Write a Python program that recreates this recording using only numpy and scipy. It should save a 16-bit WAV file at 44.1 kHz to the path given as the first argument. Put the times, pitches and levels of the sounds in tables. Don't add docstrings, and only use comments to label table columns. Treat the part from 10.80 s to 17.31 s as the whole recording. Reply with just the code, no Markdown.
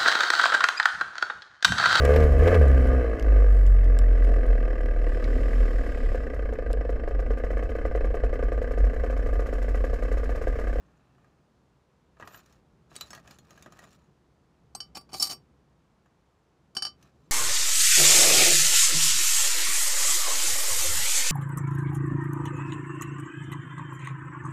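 import sys
import numpy as np
from scipy import signal
from scipy.fft import rfft, irfft
from scipy.io import wavfile

SR = 44100
rng = np.random.default_rng(int(sys.argv[2]) if len(sys.argv) > 2 else 0)


def generate_wav(sig):
    pcm = np.round(np.clip(np.atleast_2d(sig).T, -1, 1) * 32767).astype(np.int16)
    wavfile.write(sys.argv[1], SR, pcm)


N = 287091
TIME = np.arange(N) / SR
AGE = TIME[:SR // 4]


def from_db(db):
    return np.exp(np.asarray(db) * np.log(10) / 20)


def unit_rms(x):
    return x / np.sqrt(np.mean(x ** 2) + 1e-20)


def add(out, start_s, sound):
    i = round(start_s * SR)
    out[i:i + len(sound)] += sound[:N - i]


def decay(t60_s):
    return from_db(-60 * AGE / t60_s)


def attack(rise_s):
    return 1 - np.exp(-AGE / rise_s)


def stroke(start_s, end_s, swell):
    progress = np.clip((TIME - start_s) / (end_s - start_s), 0, 1)
    return np.maximum(np.sin(np.pi * progress), 0) ** swell


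def colour(x, spectrum):
    hz, db = np.transpose(spectrum)
    f = np.maximum(np.fft.rfftfreq(len(x), 1 / SR), 1)
    curve = from_db(np.interp(np.log(f), np.log(hz), db))
    roll_off = np.minimum(f / hz[0], 1) ** 2 * np.minimum(hz[-1] / f, 1) ** 2
    return unit_rms(irfft(rfft(x) * curve * roll_off, len(x)))


def patchy(x, spread_db=3.0, spacing_hz=331):
    f = np.fft.rfftfreq(len(x), 1 / SR)
    peaks_db = spread_db * rng.standard_normal(200)
    curve = from_db(np.interp(f / spacing_hz, np.arange(len(peaks_db)), peaks_db))
    return irfft(rfft(x) * curve, len(x))


def treble_octaves(hz):
    return np.maximum(np.log2(hz / 7000), 0)


def harden(table, db_per_octave):
    table = np.array(table, float)
    table[:, 1] += db_per_octave * treble_octaves(table[:, 0])
    return table


def partials(modes):
    hz, db, t60_s = np.transpose(modes)[:, :, None]
    return from_db(db) * decay(t60_s) * np.sin(2 * np.pi * hz * AGE) * attack(.0015)


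def ring(modes, spread_db):
    strengths = from_db(spread_db * rng.standard_normal(len(modes)))
    return strengths * rng.choice([-1, 1], len(modes)) @ partials(modes)


def burst(spectrum, t60_s, tail_db, tail_t60_s):
    envelope = np.hypot(decay(t60_s), from_db(tail_db) * decay(tail_t60_s)) * attack(.0009)
    return colour(patchy(rng.standard_normal(len(AGE))), spectrum) * envelope


def grains(per_s, spread_db):
    sizes = from_db(spread_db * np.minimum(rng.exponential(1, N), 4)) * rng.choice([-1, 1], N)
    return unit_rms(sizes * (rng.random(N) < per_s / SR))


# freq_hz, level_db
AIR_EQ = [(15, -42.5), (25, -26.5), (52, -5.5), (72, -0.5), (92, -10.5), (137, -2), (263, -10),
          (363, -10.5), (463, -12), (503, -12), (545, -14), (1070, -16), (2050, -26), (6740, -35),
          (16000, -52)]
# time_s, level_db
RUMBLE_SWELLS = [(0.0, -64.5), (1.12, -68.5), (2.44, -61), (3.76, -66.5), (4.24, -61), (5.5, -70.5),
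                 (6.26, -62), (6.5, -64)]

def outdoors(rumble_db, hiss_db):
    time_s, swell_db = np.transpose(RUMBLE_SWELLS)
    air = colour(rng.standard_normal(N), AIR_EQ)
    low = signal.sosfiltfilt(signal.butter(2, 400, fs=SR, output="sos"), air)
    swell = from_db(np.interp(TIME, time_s, swell_db) + rumble_db)
    return swell * unit_rms(low) + from_db(hiss_db) * unit_rms(air - low)


# freq_hz, level_db
BOOM_EQ = [(70, -8), (140, 1), (240, -5.5), (400, -6)]

def table_boom(level_db=-17.5, t60_s=.35):
    shudder = colour(rng.standard_normal(N // 8), BOOM_EQ)[:len(AGE)]
    return from_db(level_db) * shudder * decay(t60_s) * attack(.004)


# time_s, level_db
SQUEAK_ENVELOPE = [(1.44, -90), (1.46, -75), (1.51, -72), (1.565, -57.5), (1.59, -68), (1.61, -81)]
# pitch_hz, width_hz
SQUEAK_BANDS = [(13020, 220), (14150, 300)]

def squeak():
    whistle = np.zeros(N)
    for hz, width in SQUEAK_BANDS:
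        band = signal.butter(2, [hz - width / 2, hz + width / 2], "band", fs=SR, output="sos")
        whistle += signal.sosfilt(band, grains(per_s=350, spread_db=2.5))
    time_s, level_db = np.transpose(SQUEAK_ENVELOPE)
    return from_db(np.interp(TIME, time_s, level_db, left=-200, right=-200)) * unit_rms(whistle)


# pitch_hz, level_db, t60_s
HEAP_MODES = [(2476, -9, 0.016), (3028, -4, 0.061), (4090, -3, 0.12), (4500, 1.5, 0.032), (5890, 2, 0.024),
              (6586, 2.5, 0.062), (7050, 2.5, 0.046), (8420, -14.5, 0.032), (10600, -3, 0.039),
              (12400, -26, 0.019), (15800, -25, 0.035)]

def heap_ring():
    modes = np.array(HEAP_MODES)
    modes[:, 0] *= 1 + .04 * rng.standard_normal(len(modes))
    return ring(modes, spread_db=4)


# freq_hz, level_db
THUD_EQ = [(80, -4), (200, -2), (480, -7), (640, 1.5), (930, -4.5), (1220, 2.5), (1480, -4.5), (1820, -1),
           (2080, -18), (2500, -6.5), (6000, -43.5)]
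TICK_EQ = [(900, -44), (2300, 3), (3500, 1), (4500, -1), (5100, 1.5), (5800, 3), (7200, 0), (9500, -9),
           (12000, -8.5), (15500, -11)]
# pitch_hz, level_db, t60_s
PLASTIC_MODES = [(584, -16, 0.3), (662, -0.5, 0.062), (1231, 0.5, 0.094), (1639, 7, 0.04),
                 (1904, 1.5, 0.054)]
# start_s, bump_db, tick_db
NUDGES = [(.381, -60, -89), (.444, -59, -73), (1.368, -56, -80), (1.398, -40.5, -61), (1.408, -46.5, -60),
          (1.424, -36.5, -63), (1.474, -41, -46.5), (1.544, -44, -57.5), (1.66, -67, -60),
          (1.725, -62, -60.5), (2.115, -51.5, -82), (2.155, -50, -44), (2.163, -50.5, -41.5),
          (2.21, -40.5, -35.5), (2.305, -46, -45), (2.331, -40, -44.5), (2.349, -47.5, -44),
          (2.376, -48, -60), (2.475, -52, -51.5), (2.509, -50.5, -47), (2.586, -56.5, -50.5),
          (2.706, -51.5, -51), (2.776, -60.5, -58.5), (2.824, -60, -47), (2.86, -41.5, -57.5),
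          (2.922, -51, -54), (2.99, -51, -52), (3.040, -53, -55.5), (5.258, -61, -75), (6.226, -61.5, -55)]

def plastic_taps(ring_db, snap_db, hollow_db, thud_db):
    out = np.zeros(N)
    for start_s, bump_db, tick_db in NUDGES:
        snap = from_db(snap_db) * burst(TICK_EQ, t60_s=.015, tail_db=-18.5, tail_t60_s=.11)
        tick = snap + from_db(ring_db) * heap_ring()
        thud = from_db(thud_db) * burst(THUD_EQ, t60_s=.042, tail_db=-12.5, tail_t60_s=.22)
        bump = thud + from_db(hollow_db) * ring(PLASTIC_MODES, spread_db=5) + table_boom()
        add(out, start_s, from_db(bump_db) * bump + from_db(tick_db) * tick)
    return out


# start_s, end_s, rub_db, grit_db
HAND_STROKES = [(-.3, 0.697, -70, -87.5), (1.383, 1.547, -55.5, -70), (1.5, 1.617, -55.5, -64),
                (1.553, 1.813, -65.5, -74), (2.094, 2.312, -56, -60.5), (2.293, 2.422, -54, -64.5),
                (2.423, 2.584, -55.5, -65.5), (2.61, 2.944, -60, -70), (2.924, 3.099, -53.5, -66.5),
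                (3.089, 3.169, -63, -66), (3.103, 3.31, -71, -81.5), (6.171, 6.32, -64.5, -74.5),
                (6.297, 6.6, -83, -82)]

def rummage(rub_db, grit_db, touch_db, touch_count, catch_db=1.5, catch_hz=43):
    strokes = sum(from_db(levels_db)[:, None] * stroke(start_s, end_s, swell=.69)
                  for start_s, end_s, *levels_db in HAND_STROKES)
    catching = colour(rng.standard_normal(N), [(catch_hz / 2, 0), (catch_hz, 0)])
    rub_envelope, grit_envelope = strokes * unit_rms(from_db(catch_db * catching))
    rub = from_db(rub_db) * colour(grains(per_s=500, spread_db=.5), THUD_EQ)
    crumbs = grains(per_s=1500, spread_db=3)
    rings = [heap_ring() for _ in range(24)]
    touches = np.zeros(N)
    for k, start_s in enumerate(rng.uniform(0, TIME[-1], touch_count)):
        add(touches, start_s, rng.rayleigh() * rings[k % len(rings)])
    grit = from_db(grit_db) * colour(patchy(crumbs), TICK_EQ)
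    return rub_envelope * rub + grit_envelope * (grit + from_db(touch_db) * unit_rms(touches))


# pitch_hz, level_db, t60_s
TOOL_MODES = [
    [(4570, 0.5, 0.03), (7900, 3.5, 0.026), (8480, 15.5, 0.011), (9050, 9, 0.013), (14320, -11, .04)],
    [(4010, 2.5, 0.1), (4600, 3, 0.024), (5550, -17, .058), (6900, -20, .05), (12000, -2, 0.019)],
    [(773, -1.5, 0.02), (1065, -29.5, 0.21), (4220, -7.5, 0.029), (4650, -9.5, 0.088), (6290, -3, 0.028),
     (8020, -4.5, 0.029), (8260, -13, 0.082), (11983, -34, 0.21)],
    [(5330, 4, .085), (7230, -8.5, 0.074), (7830, -4, .09), (11000, -16, .11)],
]
# start_s, level_db
TOOL_STRIKES = [
    [(2.163, -39.5)],
    [(2.209, -34)],
    [(3.950, -24.5), (4.332, -39)],
    [(2.305, -50), (4.151, -40), (4.398, -28.5)],
]

def tool_rings():
    out = np.zeros(N)
    for modes, strikes in zip(TOOL_MODES, TOOL_STRIKES):
        for start_s, level_db in strikes:
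            add(out, start_s, from_db(level_db) * ring(modes, spread_db=2.5))
    return out


# freq_hz, level_db
KNOCK_EQ = [(50, -8.5), (130, -1), (330, -1), (500, -10), (780, 3.5), (980, -5), (1200, -1.5),
            (1900, -15.5), (2400, -6.5), (4000, -23.5)]
# pitch_hz, level_db, t60_s
BASE_MODES = [(369, -4, 0.16), (766, 1, 0.1), (1153, 0.5, 0.14), (1380, -13, .05)]

def pot_knock():
    knock = 1.05 * burst(KNOCK_EQ, t60_s=.037, tail_db=-9.5, tail_t60_s=.12)
    return knock + .38 * ring(BASE_MODES, spread_db=3) + table_boom()


# pitch_hz, level_db
WALL_MODES = [(778, -26.5), (1195, -22), (2290, -30.5), (3009, -12.5), (3048, -13), (4142, -23),
              (4503, -18), (4635, -2), (4716, -18), (5229, -10), (5315, -17), (5522, -6), (5592, -15.5),
              (6476, -24), (7337, -25.5), (7825, -28), (8380, -22.5), (8607, -20.5), (8692, -16.5),
              (8876, -23), (9245, -14.5), (9519, -24), (10218, -13), (11057, -23), (12452, -23.5)]

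def pot_modes(shimmer_db, shimmer_count, t60_at_3khz_s=.14, damping_power=.35):
    shimmer = [(hz, shimmer_db) for hz in rng.uniform(5800, 15500, shimmer_count)]
    hz, db = np.transpose(WALL_MODES + shimmer)
    return np.transpose([hz, db, t60_at_3khz_s * (3000 / hz) ** damping_power])


# freq_hz, level_db
GLAZE_EQ = [(1000, -23), (2400, -15.5), (3500, -8), (4300, 6), (5600, -0.5), (6600, 2.5), (7300, 3.5),
            (7900, -6), (8600, -2), (11500, -8.5), (15500, -8.5)]
# start_s, end_s, scrape_db, rumble_db
BLADE_SLIDES = [(4.148, 4.184, -48.5, -46), (4.292, 4.35, -70.5, -61.5), (4.333, 4.409, -45.5, -61),
                (4.401, 4.485, -39.5, -50), (4.492, 4.536, -40.5, -46.5)]

def blade_slides(pot, ring_db):
    scrape, rumble = np.zeros((2, N))
    for start_s, end_s, scrape_db, rumble_db in BLADE_SLIDES:
        speed = stroke(start_s, end_s, swell=.41)
        scrape += from_db(scrape_db) * speed
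        rumble += from_db(rumble_db) * speed
    slips = grains(per_s=3000, spread_db=5)
    high_modes = pot[pot[:, 0] > 3500]
    wall = ring(harden(high_modes, db_per_octave=7.5), spread_db=4.5)
    singing = signal.fftconvolve(slips * scrape, wall / np.linalg.norm(wall))[:N]
    chatter = scrape * colour(patchy(slips), GLAZE_EQ) + rumble * colour(slips, KNOCK_EQ)
    return chatter + from_db(ring_db) * singing


# freq_hz, level_db
HANDLE_EQ = [(300, -14), (700, -6), (1080, -11), (1220, 4), (1700, -1), (2050, -15.5), (3700, -13),
             (4400, -0.5), (4900, -10), (7000, -23.5)]
# start_s, ring_db, bluntness (0 = blade tip, 1 = handle on the rim), knock_db
POT_BLOWS = [(3.949, -40.5, 0.22, -42.5), (4.003, -30.5, 0.91, -53), (4.152, -39.5, 0.86, -42.5),
             (4.169, -44, 0.49, -41.5), (4.21, -58, 0, -59.5), (4.291, -60, 0.7, -55),
             (4.320, -50, 1, -55.5), (4.33, -38.5, 0.35, -44), (4.340, -32.5, .4, -33.5),
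             (4.398, -31.5, 0.2, -45), (4.404, -33.5, 0, -46), (4.416, -32.5, 0, -52),
             (4.424, -14.5, .25, -49.5), (4.470, -37, 0, -45), (4.495, -32.5, 0.92, -68.5),
             (4.509, -31, 0.38, -44), (4.515, -52, .1, -44.5), (4.53, -40, 0, -42),
             (5.95, -41.5, 0.19, -47), (5.967, -21.5, 0.96, -38.5), (6.022, -22, 0.88, -44.5),
             (6.050, -25, 0.98, -48), (6.067, -33, 1, -46)]

def pot_clinks(pot):
    out, waves, hz = np.zeros(N), partials(pot), pot[:, 0]
    flexing = (hz > 2700) & (hz < 3500)
    treble = treble_octaves(hz)
    settle = .7 + .8 * np.exp(-AGE / .005)
    for start_s, ring_db, bluntness, knock_db in POT_BLOWS:
        flex_db = np.interp(bluntness, [0, 1], [-13.5, 4])
        tilt_db_per_octave = np.interp(bluntness, [0, 1], [3, -16])
        crack_db = np.interp(bluntness, [0, 1], [-2, -13.5])
        handle_db = np.interp(bluntness, [0, 1], [-34.5, -6])
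        chance_db = (.6 + 4 * treble) * rng.standard_normal(len(hz))
        strengths = from_db(flexing * flex_db + treble * tilt_db_per_octave + chance_db)
        wall = strengths * rng.choice([-1, 1], len(hz)) @ waves
        crack = burst(harden(GLAZE_EQ, tilt_db_per_octave), t60_s=.04, tail_db=-14, tail_t60_s=.13)
        handle = burst(HANDLE_EQ, t60_s=.02, tail_db=-16.5, tail_t60_s=.13)
        clink = settle * wall + from_db(crack_db) * crack + from_db(handle_db) * handle
        add(out, start_s, from_db(ring_db) * clink + from_db(knock_db) * pot_knock())
    return out


def scene():
    pot = pot_modes(shimmer_db=-35, shimmer_count=44)
    clatter = pot_clinks(pot) + blade_slides(pot, ring_db=-.5) + tool_rings()
    taps = plastic_taps(ring_db=-10.5, snap_db=6, hollow_db=-10.5, thud_db=-.5)
    dragging = rummage(rub_db=-4, grit_db=-2, touch_db=-4.5, touch_count=450) + squeak()
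    return (clatter + taps + dragging + outdoors(rumble_db=1, hiss_db=-72.5))[None]


def record(dry):
    cutoff_hz = 15550
    return signal.sosfilt(signal.ellip(10, .2, 70, cutoff_hz, fs=SR, output="sos"), dry)


dry = scene()
out = record(dry)
generate_wav(out)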